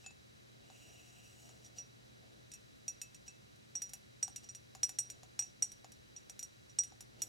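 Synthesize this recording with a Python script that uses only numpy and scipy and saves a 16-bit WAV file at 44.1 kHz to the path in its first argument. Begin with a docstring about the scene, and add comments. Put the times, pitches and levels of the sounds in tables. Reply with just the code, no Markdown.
"""Long fingernails drum on a thick glass mug cradled in one hand, and slide over it, above a wooden desk.
Each blow mixes a filtered contact click, a dull knock and decaying sine modes for the hand-damped glass.
The slide is a stream of tiny random slips through resonances; a sleeve rustles as shaped noise.
Discrete echoes and a noise tail give the desk and small room, over coloured air, hum and thin whine."""
import sys
import numpy as np
from scipy import signal
from scipy.fft import rfft, irfft
from scipy.io import wavfile

SR = 44100
rng = np.random.default_rng(int(sys.argv[2]) if len(sys.argv) > 2 else 0)


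def dump_mix(stems):
    """Bounce the given channels to the path in sys.argv[1] as a 16-bit WAV at rate SR."""
    frames = np.atleast_2d(stems).T  # one column per channel
    limited = np.clip(frames, -1, 1)  # hard clip at full scale
    pcm = np.round(limited * 32767).astype(np.int16)
    wavfile.write(sys.argv[1], SR, pcm)


N = 321048
T = np.arange(N) / SR  # seconds

# Room air shared by both sides. Each row: frequency in Hz, relative level in dB.
AIR_MID = [(15, -63), (25, -57), (52, -5), (123, -1.5), (149, -4.5), (217, -10), (249, -12), (373, -12.5),
           (818, -24.5), (1790, -20.5), (3620, -20.5), (3920, -17), (4250, -19.5), (6050, -21),
           (16000, -38)]
# Background noise opposed between the sides. Each row: frequency in Hz, relative level in dB.
AIR_SIDE = [(15, -51), (25, -21), (92, -7.5), (285, -6), (416, -10.5), (489, -8.5), (591, -9.5), (936, -18),
            (1020, -19), (1560, -15.5), (4030, -24.5), (9840, -37.5), (11300, -36), (14800, -48),
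            (16000, -38)]
AIR_MID_DB, AIR_SIDE_DB = -66.5, -61.5
# Hum and whine, lowest tone first. Each row: frequency in Hz, mean level in dB.
HUM = [(120, -71.5), (216, -79), (3896, -82.5), (3926, -81.5), (3956, -82.5), (5873, -84.5)]
# The lowest hum slowly swells and sinks.
HUM_PERIOD_S, HUM_CREST_S, HUM_SWELL_DB = 3.08, 1.46, 3

# Nearby surfaces, the desk first. Each row: nominal delay in seconds, level in dB.
ECHOES = [(.0017, -17.5), (.0082, -15), (.0178, -15), (.0245, -26.5)]
# Diffuse room tail; the width is the side-to-mid amplitude ratio.
ROOM_T60_S, ROOM_DB, ROOM_WIDTH = 0.3, -15.5, 0.2

# Shifts of the sleeve. Each row: centre in seconds, length in seconds, level in dB.
SLEEVE = [(.76, 0.36, -75), (1.65, 0.52, -73), (2.3, 0.29, -75), (5.1, 0.48, -78), (7.2, 0.18, -68.5)]

# Short skids of a nail. Each row: centre in seconds, length in seconds, level in dB.
SKIDS = [(.02, 0.076, -72.5), (1.655, 0.03, -68.5), (1.779, 0.025, -58.5), (3.272, 0.014, -64),
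         (4.44, 0.014, -62.5), (7.208, 0.023, -65)]
# Glass resonances under a sliding nail. Each row: frequency in Hz, width in Hz, relative level in dB.
SLIDE_MODES = [(714, 54, 3), (2880, 110, 3), (5780, 81, 7.5), (6870, 84, 4), (7700, 130, -1),
               (7900, 110, -6), (8622, 32, -20), (10260, 40, -13), (6400, 1200, -5)]
# Rim tones that sing as the nails pass near. Each row: frequency in Hz, width in Hz, relative level in dB.
RIM_MODES = [(2624, 36, -1), (2796, 56, 0)]
# The nails slide once along the glass; the rim stops singing as they leave it.
SLIDE_START_S, SLIDE_END_S, SING_END_S = 0.61, 1.676, 1.424
SLIDE_ATTACK_S, SLIDE_RELEASE_S, SING_RELEASE_S = 0.13, 0.21, 0.2
SLIDE_DB, SING_DB = -67.5, -71

# Finger blows. Each row: start in seconds, kind of touch, strength in dB, hardness of the contact in dB.
TAPS = [(0.042, "rim", -63.5, -7.5), (.063, "rim", -55, 5), (.107, "rim", -61, -10),
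        (0.701, "pad", -61, -17), (1.492, "pad", -64.5, 2), (1.646, "glance", -61, 11),
        (1.661, "glance", -62, 14), (1.784, "glance", -44.5, -23), (2.5173, "tip", -53.5, -2),
        (2.537, "tip", -52.5, 0.5), (2.8802, "square", -36, 1.5), (3.0156, "tip", -43.5, -2),
        (3.1457, "tip", -57, -1.5), (3.2798, "glance", -49.5, 5), (3.559, "tip", -78, 12),
        (3.753, "square", -36, -6), (3.8198, "square", -38, 5), (3.894, "full", -57.5, 0),
        (3.9353, "full", -48.5, 7.5), (4.2277, "flick", -29, -0.5), (4.2802, "pad", -56.5, 2),
        (4.361, "tip", -44, -3), (4.442, "glance", -57, -1), (4.4892, "glance", -48, -3),
        (4.5493, "tip", -49.5, -4), (4.7505, "pad", -56, 2), (4.832, "square", -27.5, 0),
        (4.8929, "full", -47, 1.5), (4.9867, "square", -31, 4), (5.1011, "tip", -46, -2),
        (5.233, "pad", -60, 1), (5.3917, "square", -30.5, 1), (5.423, "glance", -43, -2),
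        (5.6233, "flick", -25.5, 3), (5.718, "tip", -54, 1.5), (5.8453, "pad", -55.5, -6),
        (5.9201, "tip", -59, 3), (6.1635, "glance", -48.5, 0), (6.2973, "full", -49.5, -2.5),
        (6.393, "tip", -46, 1), (6.428, "square", -42.5, 7.5), (6.695, "glance", -61, 0),
        (6.7869, "flick", -26.5, -2.5), (6.8361, "tip", -47.5, -1.5), (6.922, "pad", -61.5, -24),
        (7.0074, "full", -54, 3.5), (7.2198, "square", -34.5, 11)]
# How each touch drives the sound. Each entry, by name: dull knock in dB, nail click in dB,
# nail edge in dB, rim ring in dB, wall ring in dB, base ring in dB, ring length factor.
# square: nail lands flat on the wall; flick: springs straight back, nearly all ring;
# tip: point of the nail; full: nail and fingertip together; glance: nail brushes past;
# pad: fleshy fingertip; rim: nail catches the lip.
TOUCHES = {"square": (-30.5, -19, -25.5, -35.5, -0.5, -9.5, 1.23),
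           "flick": (-33, -23, -30, -42, -1, -10, 1.2), "tip": (-31.5, -10, -13, -25, 0, -6, 1.1),
           "full": (-17, -9.5, -11.5, -19.5, 0, -7.5, 1),
           "glance": (-28, -16.5, -32, -26.5, 0, -11.5, 1.65), "pad": (0, -4.5, -15, -17, -20, -22, .85),
           "rim": (-8, -4.5, -25, 0.5, -13.5, -6, 1)}
# A harder contact is brighter. Each entry, by part of the blow: share of the hardness in dB it gains.
BRIGHTENS = {"click": .3, "edge": 1, "base": .28}
# The holding hand damps the glass more or less. Each row: time in seconds, ring length factor.
GRIP = [(2.9, 1.05), (4.8, 1.15), (5.62, 0.88), (6.2, 0.98), (7.2, 1.08)]
# The taps ring the rim more and more up to 3.2 s, then much less as they land lower on the wall.
# Each row: time in seconds, extra rim ring in dB.
NEAR_RIM = [(1.8, 4), (3.2, 16.5), (3.75, 1.5), (7.2, -1)]
# Modes of the held mug. Each row: part of the blow that drives it, nominal frequency in Hz,
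# nominal level in dB, nominal 60 dB decay in seconds, left minus right in dB.
MUG = [("knock", 770, 7.5, .045, 0), ("rim", 2618, 2, .15, -1), ("click", 2795, -9, .07, -1),
       ("click", 3655, -11, .05, 0), ("wall", 5756, 7, .061, -1.8), ("click", 6992, 13, .045, 0),
       ("base", 7838, -4, .055, 0), ("base", 8147, 6, .042, 0), ("base", 8622, -13, .06, 0),
       ("edge", 10258, 7.5, .05, 1), ("edge", 11305, -3, .05, -1), ("edge", 12420, 0, .06, 0),
       ("edge", 13170, -13, .06, 0), ("edge", 14150, -12, .06, 0)]
STRIKE_SPREAD_DB = 2
PHASE_PER_HZ = 2e-5  # radians of left-right phase spread per Hz
# Colour of the contact itself. Each row: part of the blow, frequency in Hz, level in dB.
CONTACT = [("knock", 310, 20.4), ("knock", 970, 37.7), ("knock", 980, 33), ("click", 1950, 30.8),
           ("click", 2800, 30.6), ("click", 5200, 34.16), ("click", 5400, 40.6), ("edge", 9700, 34.6),
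           ("edge", 10600, 31.5), ("edge", 15700, 22)]

TOP_HZ = 16000


def undb(db):
    """Decibels to gain."""
    return 10 ** (np.asarray(db) / 20)


def unit(x):
    """Scale to rms 1."""
    return x / np.sqrt(np.mean(x ** 2))


def contour(points, size):
    """Gain per frequency bin, drawn through (Hz, dB) points on a log frequency scale."""
    hz, db = np.transpose(sorted(map(tuple, points)))
    bins_hz = np.fft.rfftfreq(size, 1 / SR) + 1
    return undb(np.interp(np.log(bins_hz), np.log(hz), db))


def noise(points):
    """Coloured noise of rms 1."""
    white = rfft(rng.standard_normal(N))
    return unit(irfft(white * contour(points, N), N))


def pulse(points, size=2048):
    """Minimum-phase pulse: the sharpest causal attack with this colour."""
    cepstrum = irfft(np.log(contour(points, size)))
    # fold the cepstrum forward in time
    cepstrum[1:size // 2] *= 2
    cepstrum[size // 2 + 1:] = 0
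    return irfft(np.exp(rfft(cepstrum)))


def walk(rate):
    """Slow random line with a spread near 1, heading for a new value rate times a second."""
    count = int(T[-1] * rate) + 2
    return np.interp(T * rate, np.arange(count), rng.standard_normal(count))


def swells(rows):
    """Smooth bell-shaped rise and fall for each (centre, length, dB)."""
    return sum(undb(db) * np.exp(-2 * ((T - s) / length) ** 2) for s, length, db in rows)


def stroke(start, end, attack, release):
    """Attack, hold and release between two times."""
    rise = (T - start) / attack
    fall = (end - T) / release
    return np.clip(np.minimum(rise, fall), 0, 1)


def add(out, s, sound):
    """Mix a sound in at a time in seconds."""
    i = max(int(s * SR), 0)
    out[..., i:i + sound.shape[-1]] += sound[..., :N - i]


def background(waver=0.28, swell_db=1.5):
    """Steady coloured air with slightly wavering hum and whine; the lowest tone swells in a slow cycle."""
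    mid = undb(AIR_MID_DB) * noise(AIR_MID)
    side = undb(AIR_SIDE_DB) * noise(AIR_SIDE)
    slow_db = HUM_SWELL_DB * np.cos(2 * np.pi * (T - HUM_CREST_S) / HUM_PERIOD_S)
    for k, (hz, db) in enumerate(HUM):
        drift_db = swell_db * walk(1.98) if k else slow_db
        tone = np.sin(2 * np.pi * hz * T + waver * walk(5))
        mid = mid + np.sqrt(2) * undb(db + drift_db) * tone
    return np.array([mid + side, mid - side])


def room(x, gap_s=0.0059):
    """Short diffuse tail of decaying noise, partly different on each side and drawn anew for each call."""
    t = T[:SR // 3]
    fade = np.exp(-np.log(1000) * t / ROOM_T60_S) * (t > gap_s)
    mid, side = rng.standard_normal((2, len(t))) * fade / np.linalg.norm(fade)
    tail = np.array([mid + ROOM_WIDTH * side, mid - ROOM_WIDTH * side])
    wet = signal.fftconvolve(np.atleast_2d(x), tail, axes=1)
    return undb(ROOM_DB) * wet[:, :x.shape[-1]]


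def sleeve(crumple_db=3):
    """Soft cloth rustle: coloured noise with an uneven level."""
    cloth = noise([(80, -19), (300, 0.0), (700, -1.0), (1200, -23.5), (4000, -12), (14000, -41)])
    return swells(SLEEVE) * undb(crumple_db * walk(30)) * cloth


def rubbed(slips, modes, wander_db=3):
    """A spectrum of slips through resonances that come and go as the nails travel; rms 1."""
    f = np.fft.rfftfreq(N, 1 / SR) + 1
    total = 0
    for hz, width, db in modes:
        resonance = 1 / (1 + 1j * (f / hz - hz / f) * hz / width)
        total = total + undb(db + wander_db * walk(11)) * irfft(slips * resonance, N)
    return unit(total)


def sliding(grain_db=2.1, rasp_db=-4):
    """Dense tiny slips of the nails excite the glass; the rim sings and short skids rasp."""
    slip_db = grain_db * rng.exponential(size=N) + 1.5 * walk(70)
    slips = rfft(rng.standard_normal(N) * undb(slip_db))
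    body = rubbed(slips, SLIDE_MODES)
    hiss_level = undb(SLIDE_DB) * stroke(SLIDE_START_S, SLIDE_END_S, SLIDE_ATTACK_S, SLIDE_RELEASE_S)
    sing_level = undb(SING_DB) * stroke(SLIDE_START_S, SING_END_S, SLIDE_ATTACK_S, SING_RELEASE_S)
    slide = hiss_level * body + sing_level * rubbed(slips, RIM_MODES)
    # a skid presses harder, so the nail itself rasps too
    rasp_colour = contour([(1500, -22), (3000, 5), (5500, 8), (8500, -24), (11000, -29)], N)
    rasp = unit(irfft(slips * rasp_colour, N))
    return slide + swells(SKIDS) * (body + undb(rasp_db) * rasp)


def strike(s, touch, db, hardness):
    """How strongly one tap drives each part of the sound, and how long the hand lets it ring."""
    *parts, length = TOUCHES[touch]
    blow = {}
    for part, part_db in zip(("knock", "click", "edge", "rim", "wall", "base"), parts):
        blow[part] = db + part_db + BRIGHTENS.get(part, 0) * hardness
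    blow["rim"] += np.interp(s, *np.transpose(NEAR_RIM))
    return blow, length * np.interp(s, *np.transpose(GRIP))


def contact(blow, chatter_db=-5, chatter_s=0.0051):
    """One sharp click, then a few milliseconds of decaying noise buzz in the nail."""
    t = T[:1024]
    buzz = rng.standard_normal(len(t)) * np.exp(-t / chatter_s)
    click = pulse([(hz, blow[part] + db) for part, hz, db in CONTACT])
    chatter = signal.fftconvolve(click, buzz / np.linalg.norm(buzz))[:len(click)]
    return click + undb(chatter_db) * chatter


def ring(blow, length, build_s=0.001, detune_ratio=0.00064):
    """The mug's modes as decaying sines, with small chance shifts of pitch, level and phase per blow."""
    t = T[:SR // 3]
    sides = np.array([[1], [-1]])
    out = 0
    for part, hz, db, t60, pan_db in MUG:
        detune, skew, place, start = rng.standard_normal(4)
        phase = 2 * np.pi * (hz * (1 + detune_ratio * detune) * t + start)
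        # shorter waves differ more between left and right
        phase = phase + sides * skew * PHASE_PER_HZ * hz
        mode_db = db + blow[part]
        # the nail lands nearer to or further from the nodes of the lesser modes
        if part in ("click", "base", "edge"):
            mode_db = mode_db + STRIKE_SPREAD_DB * place
        decay = np.exp(-np.log(1000) * t / (t60 * length))
        out = out + undb(mode_db + sides * pan_db / 2) * decay * np.sin(phase)
    return out * (1 - np.exp(-t / build_s))


def taps(sway=0.048):
    """Every blow gives a click and a ring; their echoes shift as the mug sways in the hand."""
    out = np.zeros((2, N))
    for s, touch, db, hardness in TAPS:
        blow, length = strike(s, touch, db, hardness)
        tone = ring(blow, length)
        click = contact(blow)
        tap = tone + np.pad(click, (0, tone.shape[1] - len(click)))
        add(out, s, tap + room(tap))
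        for k, (delay, echo_db) in enumerate(ECHOES):
            # the desk returns only the click, as the ring's build-up already holds its echo;
            # later echoes return the whole tap and ripple its decay
            reflected = tap if k else click
            echo_s = s + delay * (1 + sway * rng.standard_normal())
            add(out, echo_s, undb(echo_db) * reflected)
    return out


def scene():
    """Hands and mug close by, in the room."""
    handling = sliding() + sleeve()
    return taps() + handling + room(handling) + background()


def record(dry):
    """The recorder cuts the top with a steep elliptic low-pass."""
    low_pass = signal.ellip(10, .2, 70, TOP_HZ, fs=SR, output="sos")  # 0.2 dB ripple, 70 dB stop band
    return signal.sosfilt(low_pass, dry)


dry = scene()
out = record(dry)
dump_mix(out)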